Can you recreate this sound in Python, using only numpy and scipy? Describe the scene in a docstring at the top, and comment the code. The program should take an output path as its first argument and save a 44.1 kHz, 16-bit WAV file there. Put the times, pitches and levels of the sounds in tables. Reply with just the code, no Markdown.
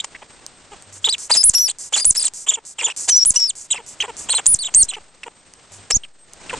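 """Shrill, furious scolding from a lemming a hand's width away, on a quiet lake shore. Its taut vocal
folds string together arched squeaks, held squeals and shrieks; between them the folds slacken into
rasps and low grunts, and it snatches air with a tick of the mouth. A low rumble and a soft thud sit
under each shriek and the last squeal. The microphone's two ports colour the treble differently.
Behind it lie faint air, wind rumble, a thin camera whine and a distant hum."""
import sys
import numpy as np
from scipy import signal
from scipy.fft import rfft, irfft, next_fast_len
from scipy.io import wavfile
from scipy.ndimage import uniform_filter1d

SR = 44100
rng = np.random.default_rng(int(sys.argv[2]) if len(sys.argv) > 2 else 0)


def generate_wav(signal):
    """Clip the signal to [-1, 1] and save it as 16-bit WAV at the path in sys.argv[1]."""
    frames = np.transpose(np.atleast_2d(signal))
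    scaled = np.clip(frames, -1, 1) * 32767
    pcm = np.round(scaled).astype(np.int16)
    wavfile.write(sys.argv[1], SR, pcm)


N = 290795
T = np.arange(N) / SR

# quick in-breaths: start_s, length_s, level_db
GASPS = [(0.926, 0.075, -39.5), (1.182, 0.1, -31.5), (1.786, 0.11, -31.5), (2.337, 0.12, -32.5),
         (2.652, 0.092, -37), (2.964, 0.12, -27), (3.554, 0.12, -36.5), (3.864, 0.09, -38),
         (4.168, 0.097, -33), (5.72, 0.071, -42)]
# the highest calls: start_s, length_s, top_hz, climb_s, level_db, undertone_db, bite_db
SHRIEKS = [(1.438, 0.061, 10050, .007, -9, -43, 2.5), (2.052, 0.059, 9975, 0.009, -10, -45, 10.5),
           (3.256, 0.052, 10220, 0.0077, -10.5, -45, -12), (4.465, .084, 9994, 0.021, -11.5, -36, 23.5),
           (4.747, 0.088, 9020, 0.026, -10, -13, 11)]
# resonance of the open mouth, strongest at 7-8.5 kHz: freq_hz, gain_db
MOUTH_EQ = [(3000, -16.5), (4500, -21), (6000, -15), (7200, 2), (8500, 4), (10000, -17.5), (11500, -6)]
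# hiss through the mouth in a rasp: freq_hz, gain_db
RASP_MOUTH_EQ = [(1500, -22.5), (3300, 18.5), (4700, -25), (6000, 0), (7400, 18), (8800, 11), (11000, -52)]
# hiss through the mouth forced wide open: freq_hz, gain_db
WIDE_MOUTH_EQ = [(400, -12), (1500, -7), (3200, -2.5), (4800, 3.5), (5800, 4.5), (7500, 13.5), (8800, 3.5),
                 (10000, 0.5), (11500, -50.5)]
# air and clicks at the teeth: freq_hz, gain_db
TEETH_EQ = [(400, -5), (3500, -9.5), (5500, 9), (7200, 16), (9000, 11), (11000, -6)]


def undb(db):
    """Decibels to gain."""
    return 10 ** (np.asarray(db) / 20)


def unit(x):
    """Scale to rms 1."""
    return x / np.sqrt(np.mean(x ** 2) + 1e-18)


def read(table, hz, column=1):
    """A column of a spectrum table at the given frequencies."""
    table = np.array(table)
    return np.interp(np.log(np.maximum(hz, 1)), np.log(table[:, 0]), table[:, column])


def colour(x, eq):
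    """Shape a sound with an EQ curve."""
    size = next_fast_len(2 * len(x))
    return irfft(rfft(x, size) * undb(read(eq, np.fft.rfftfreq(size, 1 / SR))), size)[:len(x)]


def noise(eq):
    """Noise of rms 1, shaped by an EQ curve."""
    return unit(colour(rng.standard_normal(N), eq))


def smooth(x, hz):
    """One-pole lag."""
    keep = np.exp(-2 * np.pi * hz / SR)
    return signal.lfilter([1 - keep], [1, -keep], x)


def wander(hz):
    """Random drift of rms 1, rolled off above hz."""
    return unit(smooth(smooth(rng.standard_normal(N), hz), hz))


def span(start, length):
    """The samples of an event, and its progress u from 0 to 1."""
    where = np.arange(max(int(start * SR), 0), min(int((start + length) * SR), N))
    return where, np.linspace(0, 1, len(where))


def shore(side_db=-9, rumble_db=-13, whine_hz=8275, whine_db=-57):
    """Faint air over the lake, wind rumble at each port, and the camera's thin whine."""
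    # tone of the open air: freq_hz, gain_db
    air_eq = [(15, -37.5), (25, 5), (700, 2.5), (2410, -2.5), (6110, -5.5), (8600, -2), (11200, -61),
              (14000, -83)]
    # background level, ducking after loud calls and recovering: time_s, level_db
    level_curve = [(0, -49.5), (1, -49), (2.5, -59), (3.7, -53), (4.2, -44), (5.3, -55.5), (5.85, -48),
                   (6.15, -59.5), (6.38, -49), (6.53, -38)]
    mid, side = noise(air_eq), noise(air_eq)
    rumble = np.array([wander(40), wander(40)])
    whine = wander(10) * np.sin(2 * np.pi * whine_hz * T)
    air = mid + undb(side_db) * side * np.array([[1], [-1]]) + undb(rumble_db) * rumble
    level_db = np.interp(T, *np.transpose(level_curve)) + 1.8 * wander(32)
    return air * undb(level_db) + undb(whine_db) * whine


def hum():
    """A faint low hum swells and fades in the distance."""
    # swells of the hum: start_s, length_s, pitch_hz, level_db
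    swells = [(0.842, 0.25, 97, -54), (5.698, 0.18, 97, -53)]
    out = np.zeros(N)
    for start, length, hz, db in swells:
        where, u = span(start, length)
        envelope = np.abs(np.sin(np.pi * u)) ** .5
        out[where] += undb(db) * unit(envelope * np.sin(2 * np.pi * hz * T[where]))
    return out


def short_tail(x, db=-25, decay_s=.007):
    """A brief, faint, noisy smear after each call, different left and right."""
    t = T[:SR // 10]
    tail = rng.standard_normal((2, len(t))) * np.sqrt(t) * np.exp(-t / decay_s)
    tail /= np.linalg.norm(tail, axis=1, keepdims=True)
    return undb(db) * signal.fftconvolve(x[None], tail, axes=1)[:, :N]


def ports(x):
    """The camera body gives each microphone port its own notch and delay."""
    # left port against right: freq_hz, left_louder_db, left_lead_rad
    imbalance = [(2500, 0, 0), (4000, -3, 1), (4600, 1, 1.4), (5100, 9, 1.2), (5500, 3, -.9),
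                 (6000, 0, -.9), (6500, -7, .6), (7200, 1, .3), (8000, -1, 0), (9000, -2, .7),
                 (11000, 1, 1.7)]
    hz = np.fft.rfftfreq(N, 1 / SR)
    lean = undb(read(imbalance, hz) / 2)
    left = lean * np.exp(.5j * read(imbalance, hz, column=2))
    pair_rms = np.sqrt((lean ** 2 + lean ** -2) / 2)
    return irfft(rfft(x) * np.array([left, 1 / left]) / pair_rms, N)


def thuds(shriek_db=-30, squeal_db=-23, squeal_s=(5.935, 5.968), thud_s=.0012, thud_db=8,
          rumble_db=-4, flutter_share=.45, flutter_hz=140, low_cut_hz=1.2):
    """A low rumble under each shriek and the last squeal, ending in a soft thud."""
    cues = [(start, start + length, shriek_db) for start, length, *_ in SHRIEKS]
    thud, gate = np.zeros((2, N))
    for start, end, db in cues + [(*squeal_s, squeal_db)]:
        thud += undb(db) * np.exp(-np.abs(T - end) / thud_s)
        gate += undb(db) * (T > start) * (T < end)
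    flutter = wander(flutter_hz) + wander(flutter_hz) * np.array([[1], [-1]])
    rumble = smooth(gate, 33) * (1 + flutter_share * flutter)
    low_end = undb(thud_db) * thud + undb(rumble_db) * rumble
    return low_end - smooth(low_end, low_cut_hz)


def ticks(decay_s=.00024, over_gasp_db=13):
    """Tiny wet clicks ring in the mouth, alone or as it opens for a gasp."""
    # ticks of teeth and tongue: start_s, peak_db
    lone_ticks = [(0.4644, -11), (0.824, -24), (5.5376, -25), (6.335, -20)]
    out = np.zeros(N)
    for start, db in lone_ticks + [(start, db + over_gasp_db) for start, _, db in GASPS]:
        where, _ = span(start, .01)
        decay = np.exp(-(where - where[0]) / SR / decay_s)
        click = colour(rng.standard_normal(len(where)) * decay, TEETH_EQ)
        out[where] += undb(db) * click / np.abs(click).max()
    return out


def gasps(flutter_db=1.3, skew=.55, run_on_s=.025, run_on_db=-28.5):
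    """Air past the teeth swells fast and dies away: drawn in, or running on after a shriek."""
    flow = np.zeros(N)
    run_ons = [(start + length, run_on_s, run_on_db) for start, length, *_ in SHRIEKS]
    for start, length, db in GASPS + run_ons:
        where, u = span(start, length)
        flow[where] += undb(db) * np.abs(np.sin(np.pi * u ** skew)) ** .54
    return flow * undb(flutter_db * wander(120)) * noise(TEETH_EQ)


def grunts(droop=.15, jitter=.033, shimmer_db=2.64, edge_s=.003, hiss_db=-12, harmonics=8):
    """The relaxed folds beat evenly and sag in pitch, with a small hiss on every beat."""
    # low voiced grunts: start_s, length_s, pitch_hz, level_db
    cues = [(0.715, 0.035, 393, -41), (1.071, 0.024, 428, -31), (2.57, 0.024, 460, -39),
            (2.816, 0.03, 463, -38), (2.862, 0.021, 448.7, -38), (3.783, 0.0314, 473.4, -38.5),
            (4.032, 0.023, 427.5, -34), (4.079, 0.032, 470, -32.5), (4.385, 0.026, 461, -49.5),
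            (4.964, 0.025, 419, -38), (5.261, 0.024, 472, -35.5), (6.528, 0.024, 476.4, -26.5)]
    # resonance of the throat in a grunt: freq_hz, gain_db
    throat_eq = [(300, -3), (470, -0.5), (950, 2.5), (1400, -9), (2000, -11.5), (3000, -8.5), (4200, -55)]
    out, drift, air = np.zeros(N), wander(180), rng.standard_normal(N)
    for start, length, hz, db in cues:
        where, u = span(start, length)
        pitch = hz * np.exp(jitter * drift[where] - droop * (u ** 2 - 1 / 3))
        cycles = np.cumsum(pitch) / SR
        tone = sum(undb(read(throat_eq, k * pitch)) * np.sin(2 * np.pi * k * cycles)
                   for k in range(1, harmonics + 1))
        hiss = colour(air[where] * np.exp(-(cycles % 1)), RASP_MOUTH_EQ)
        edges = np.minimum(np.minimum(u, 1 - u) * length / edge_s, 1)
        out[where] += undb(db) * unit(edges * (unit(tone) + undb(hiss_db) * unit(hiss)))
    return out * undb(shimmer_db * wander(145))


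def slap_cycles(slap_hz=390, jitter=.24):
    """Running count of the uneven slaps of the slack folds."""
    return np.cumsum(slap_hz * np.exp(jitter * wander(350))) / SR


def breaks():
    """How far the forced tone is broken up, 0 to 1."""
    # cracks in the voice: start_s, length_s, depth (0-1)
    cracks = [(1.085, .008, 0.86), (1.576, 0.013, 0.7), (2.193, 0.077, 0.36), (3.401, 0.017, 0.3),
              (4.327, 0.0096, 0.5), (4.38, 0.016, 0.98)]
    broken = np.zeros(N)
    for start, length, depth in cracks:
        broken[span(start, length)[0]] = depth
    return smooth(broken, 200)


def rasps(sung, cycles, scatter_db=-1.5, hiss_cycles=.79, throat_air=.38, edge_s=.0067, switch_s=.004,
          trade=.42, throat_duck_db=-16, mouth_duck_db=-9, wide_db=-22,
          catch_lead_s=.0058, catch_s=.001, catch_throat_db=-43, catch_mouth_db=-21):
    """Each slap of the slack folds rings the throat and lets a hiss through the mouth."""
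    # rasping outbursts: start_s, length_s, throat_db, mouth_end_db, mouth_change_db
    outbursts = [(0.04, 0.012, -27, -19.5, 18), (0.219, 0.013, -42.5, -61, -6),
                 (1.066, 0.019, -20, -33.5, 14), (1.297, 0.03, -21.5, -22, 1.5),
                 (1.318, 0.061, -28.5, -11, 12), (1.532, 0.016, -40, -11.5, 25),
                 (1.576, .016, -40, -23.5, 17), (1.68, 0.038, -47.5, -25.5, -5),
                 (1.924, 0.09, -26.5, -10.5, 14.5), (2.147, 0.14, -48, -21.5, 4),
                 (2.464, 0.1, -34.5, -28.5, 2), (2.784, 0.14, -34.5, -31, -6),
                 (3.078, 0.025, -24.5, -2.5, 25), (3.338, 0.038, -44, -21.5, 9.5),
                 (3.394, 0.013, -48.5, -18.5, 6), (3.705, 0.061, -48.5, -41, -26.5),
                 (4.027, 0.034, -32, -37.5, 3), (4.288, 0.1164, -32.5, -30.5, -10),
                 (4.631, 0.067, -43, -42.5, -9), (4.885, 0.057, -58, -53, -31.5),
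                 (5.903, 0.014, -23.5, -14, 6.5)]
    # resonance of the throat in a rasp: freq_hz, gain_db
    throat_eq = [(250, -18.5), (460, 0.5), (650, 1.5), (900, 8.5), (1450, -2), (3100, 0.5), (4500, -33.5),
                 (6500, -49)]
    # the voice catches just before each shriek
    catches = [(start - catch_lead_s, catch_s, catch_throat_db, catch_mouth_db, 0)
               for start, *_ in SHRIEKS]
    count = cycles.astype(int)
    strength = undb(scatter_db * rng.standard_normal(N))[count]
    slaps = np.diff(count, prepend=0) * strength
    hiss = np.exp(-(cycles % 1) / hiss_cycles) * strength * np.tanh(rng.standard_normal(N))
    throat, mouth, singing = np.zeros((3, N))
    for start, length, throat_db, mouth_db, change_db in outbursts + catches:
        where, u = span(start - .002, length + .004)
        wide = min(undb(mouth_db - wide_db) ** 2, 1)  # the mouth opens wider when forced
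        edges = np.minimum(np.minimum(u, 1 - u) * length / edge_s, 1)
        air = hiss[where] * edges
        ring = unit(colour(slaps[where] * edges + throat_air * air, throat_eq))
        rush = unit(wide * colour(air, WIDE_MOUTH_EQ) + (1 - wide) * colour(air, RASP_MOUTH_EQ))
        # the throat fades as the hiss grows, and the other way round
        throat[where] += undb(throat_db - trade * change_db * (u + .5)) * ring
        mouth[where] += undb(mouth_db + change_db * (u - 1)) * rush
    # unbroken singing ducks the rasp
    for where, *_ in sung:
        singing[where] = 1
    singing = uniform_filter1d(singing, int(switch_s * SR)) * (1 - breaks())
    return throat * undb(throat_duck_db * singing) + mouth * undb(mouth_duck_db * singing)


def squeak(start, length, crest_hz, crest, db, octave_db, rise_oct=.68, fall_oct=.95, scoop_oct=.25,
           attack_s=.0008, release_s=.005, fade_db=-4):
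    """An arch of pitch; the mouth lifts whichever harmonic sweeps through its resonance."""
    where, u = span(start, length)
    off_crest = np.where(u < crest, (crest - u) / crest, (u - crest) / (1 - crest))
    depth_oct = np.where(u < crest, rise_oct * crest, fall_oct * (1 - crest))
    onset = np.exp(-u * length / attack_s)
    pitch = crest_hz * 2 ** (-depth_oct * off_crest ** 2 - scoop_oct * onset)
    effort = (1 - onset) * (1 - np.exp((u - 1) * length / release_s)) * undb(fade_db * u)
    tone = effort * undb(read(MOUTH_EQ, pitch))
    octave = effort * undb(read(MOUTH_EQ, 2 * pitch) + octave_db)
    gain = undb(db) / np.sqrt(np.mean(tone ** 2 + octave ** 2))
    return where, pitch, gain * tone, gain * octave, np.zeros_like(tone)


def squeal(curve, octave_db, doubled_s, undertone_db=-16):
    """A held call that starts with a doubled period, giving an undertone at half the pitch."""
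    times, hz, db = np.transpose(curve)
    where, _ = span(times[0], times[-1] - times[0])
    tone = undb(np.interp(T[where], times, db)) / np.hypot(1, undb(octave_db))
    undertone = tone * undb(undertone_db) * (T[where] < times[0] + doubled_s)
    return where, np.interp(T[where], times, hz), tone, tone * undb(octave_db), undertone


def shriek(start, length, top_hz, climb_s, db, undertone_db, bite_db, scoop=.21, climb=.12, dive=.39,
           scoop_s=.004, dive_share=.085, bite_s=.0012, resonance=.22, octave_db=-35):
    """A call that bursts out, climbs, holds and dives, lifted by the gaping mouth's weak resonance."""
    where, u = span(start, length)
    t = u * length
    rising = scoop * np.exp(-t / scoop_s) + climb * np.exp(-t / climb_s)
    diving = dive * np.exp((u - 1) / dive_share)
    pitch = top_hz * (1 - rising - diving)
    bite = undb(bite_db * np.exp(-t / bite_s))
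    tone = undb(db) * unit(undb(resonance * read(MOUTH_EQ, pitch))) * bite
    undertone = tone * undb(undertone_db) * np.sin(np.pi * u ** 2) ** 2
    return where, pitch, tone, tone * undb(octave_db), undertone


def calls():
    """All sung calls in time order: (samples, pitch, gains of fundamental, octave and undertone)."""
    # arched squeaks: start_s, length_s, crest_hz, crest_position (0-1), level_db
    squeaks = [(0, 0.014, 3760, 0.46, -24), (0.147, .022, 2308, .6, -42),
               (1.0418, 0.038, 3837, 0.48, -15.5), (1.086, 0.036, 4976, 0.9, -19.5),
               (1.124, 0.03, 4100, 0.14, -19), (1.312, 0.036, 4900, 0.39, -13.5),
               (1.696, 0.015, 4416, 0.47, -21), (1.934, 0.029, 3500, 0.45, -15.5),
               (2.167, 0.035, 5520, 0.42, -17.5), (2.203, 0.035, 5050, 0.27, -19.5),
               (2.252, 0.027, 4330, 0.22, -15.5), (2.483, 0.031, 3700, 0.44, -13),
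               (2.535, 0.027, 3573, 0.38, -19.5), (2.79, 0.032, 2847, 0.37, -28),
               (2.839, 0.038, 3630, 0.35, -15.5), (2.898, 0.027, 2950, 0.64, -31),
               (3.475, 0.038, 5070, 0.06, -21.5), (3.709, 0.03, 3950, 0.22, -14.5),
               (3.757, 0.031, 2750, 0.28, -31.5), (4.002, 0.033, 3227, 0.3, -21),
               (4.3, 0.036, 4420, 0.39, -15.5), (4.347, 0.041, 4240, 0.31, -16.5),
               (4.588, 0.062, 4605, 0.24, -25.5), (4.645, 0.036, 3820, 0.39, -24),
               (4.887, 0.033, 4200, 0.15, -25), (4.935, 0.025, 3110, 0.37, -31),
               (5.232, 0.013, 2740, 0.28, -31.5), (6.034, 0.021, 3204, 0.34, -38),
               (6.494, 0.019, 2750, 0.08, -29.5)]
    # the mouth's gape, as the gain it gives a squeak's octave: time_s, gain_db
    gape = [(0, -24.5), (1.1, -27), (2.2, -9), (3.7, -12), (4.5, -21), (5.2, -11.5), (6.1, -39)]
    # squeals held near 5.5 kHz, one curve each: time_s, pitch_hz, level_db
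    squeal_curves = [
        [(1.365, 4930, -19.5), (1.375, 5156, -9), (1.391, 4910, -15), (1.419, 5285, -12.5), (1.428, 4684, -33)],
        [(1.549, 5550, -11.5), (1.568, 5690, -14.5), (1.584, 5500, -16.5), (1.606, 5934, -14.5),
         (1.666, 5490, -19), (1.68, 4500, -22.5)],
        [(1.981, 4040, -15), (1.991, 4700, -25.5), (2.029, 4960, -19.5), (2.038, 4540, -29)],
        [(3.098, 5925, -9), (3.116, 6240, -17), (3.124, 5720, -10), (3.146, 5650, -13.5), (3.168, 6050, -10),
         (3.204, 5420, -16), (3.236, 5625, -9), (3.244, 5500, -41.5)],
        [(3.361, 5670, -10.5), (3.379, 6040, -16), (3.389, 5480, -22.5), (3.425, 5527, -12),
         (3.469, 5443, -20.5), (3.478, 5147, -23)],
        [(5.919, 5330, -13), (5.935, 5700, -21.5), (5.959, 7000, -8.5), (5.974, 5760, -21)],
    ]
    # timbre of each squeal: octave_db, doubled_period_length_s
    squeal_timbres = [(-7.5, 0), (-10.5, 0.0033), (-4, 0.0035), (-58.5, .022), (-55, 0.025),
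                      (-45.5, 0.00048)]
    sung = [squeak(*row, np.interp(row[0], *np.transpose(gape))) for row in squeaks]
    sung += [shriek(*row) for row in SHRIEKS]
    sung += [squeal(curve, *timbre) for curve, timbre in zip(squeal_curves, squeal_timbres)]
    return sorted(sung, key=lambda call: call[0][0])


def scratch(hz, phase, tone, from_hz=6000, aliased_db=-35, air_db=-25):
    """The shrillest tones carry forced air; harmonics 4 and 5 alias into faint sliding whistles."""
    shrill = smooth(tone * (hz > from_hz), 200)
    aliased = unit(np.sin(5 * phase) + .5 * np.sin(4 * phase))
    return shrill * (undb(aliased_db) * aliased + undb(air_db) * noise(WIDE_MOUTH_EQ))


def taut_folds(sung, jitter=.0074, waver=.0077, shimmer_db=1.6, rough=.25, third_db=-19,
               air_db=-25, air_s=.045, onset_rough=2.5, onset_s=.00067):
    """Taut vocal folds sing the calls, with a little unsteadiness and leaking air."""
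    hz = np.full(N, sung[0][1][0])
    slack, under = np.zeros((2, N))
    gains = np.zeros((3, N))
    for where, pitch, tone, octave, undertone in sung:
        effort = np.hypot(tone, octave)
        # the weak third harmonic shows only inside the mouth's resonance
        third = effort * undb(third_db + 2 * read(MOUTH_EQ, 3 * pitch))
        gains[:, where] = tone, octave, third
        # the folds are least steady when their strongest tone is low, and before they settle
        centre_hz = pitch * (1 + np.sum(octave ** 2) / np.sum(effort ** 2))
        unsettled = 1 + onset_rough * np.exp(-(where - where[0]) / SR / onset_s)
        slack[where] = (4000 / centre_hz) ** 2 * unsettled
        hz[where[0]:] = pitch[-1]
        hz[where], under[where] = pitch, undertone
    unsteady = np.sqrt(slack)
    hz = smooth(hz, 2200) * (1 + (jitter * wander(290) + waver * wander(48)) * unsteady)
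    # strain scatters each cycle a little: a haze round the tone, wider round its octave
    phase = 2 * np.pi * np.cumsum(hz) / SR + rough * unsteady * wander(900) / 2
    gains = smooth(smooth(gains, 800), 800)
    voice = sum(np.sqrt(2) * gain * np.sin(k * phase) * (k * hz < SR / 3)
                for k, gain in enumerate(gains, 1))
    voice += 2 * smooth(under, 170) * np.sin(phase) * np.cos(phase / 2)
    shimmer = undb(shimmer_db * np.minimum(unsteady, 1) * wander(45))
    flutter = 1 + rough * slack * wander(700)
    # air starts to rush just before the folds sing and outlasts them; slack folds leak more of it
    size = int(air_s * SR)
    leak = undb(air_db) * uniform_filter1d(uniform_filter1d(gains.sum(axis=0) * unsteady, size), size)
    return voice * shimmer * flutter + scratch(hz, phase, gains[0]) + leak * noise(WIDE_MOUTH_EQ)


def chopped(voice, cycles, spurt_cycles=.4):
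    """In a break the tone comes in spurts, one with each slap."""
    spurts = unit(smooth(np.exp(-(cycles % 1) / spurt_cycles), 1200))
    return voice * (1 + breaks() * (spurts - 1))


def scene():
    """The lemming close in front, the shore behind."""
    sung, cycles = calls(), slap_cycles()
    lemming = chopped(taut_folds(sung), cycles) + rasps(sung, cycles) + grunts() + gasps() + ticks()
    return ports(lemming) + short_tail(lemming) + thuds() + shore() + hum()


def record(dry, gain_db=1, squash=.3, top_hz=11700):
    """The recorder squashes loud calls, clips at full scale and cuts the top."""
    driven = undb(gain_db) * dry / (1 + squash * np.abs(dry))
    lowpass = signal.ellip(10, .2, 70, top_hz, fs=SR, output="sos")
    return signal.sosfilt(lowpass, np.clip(driven, -1, 1))


dry = scene()
out = record(dry)
generate_wav(out)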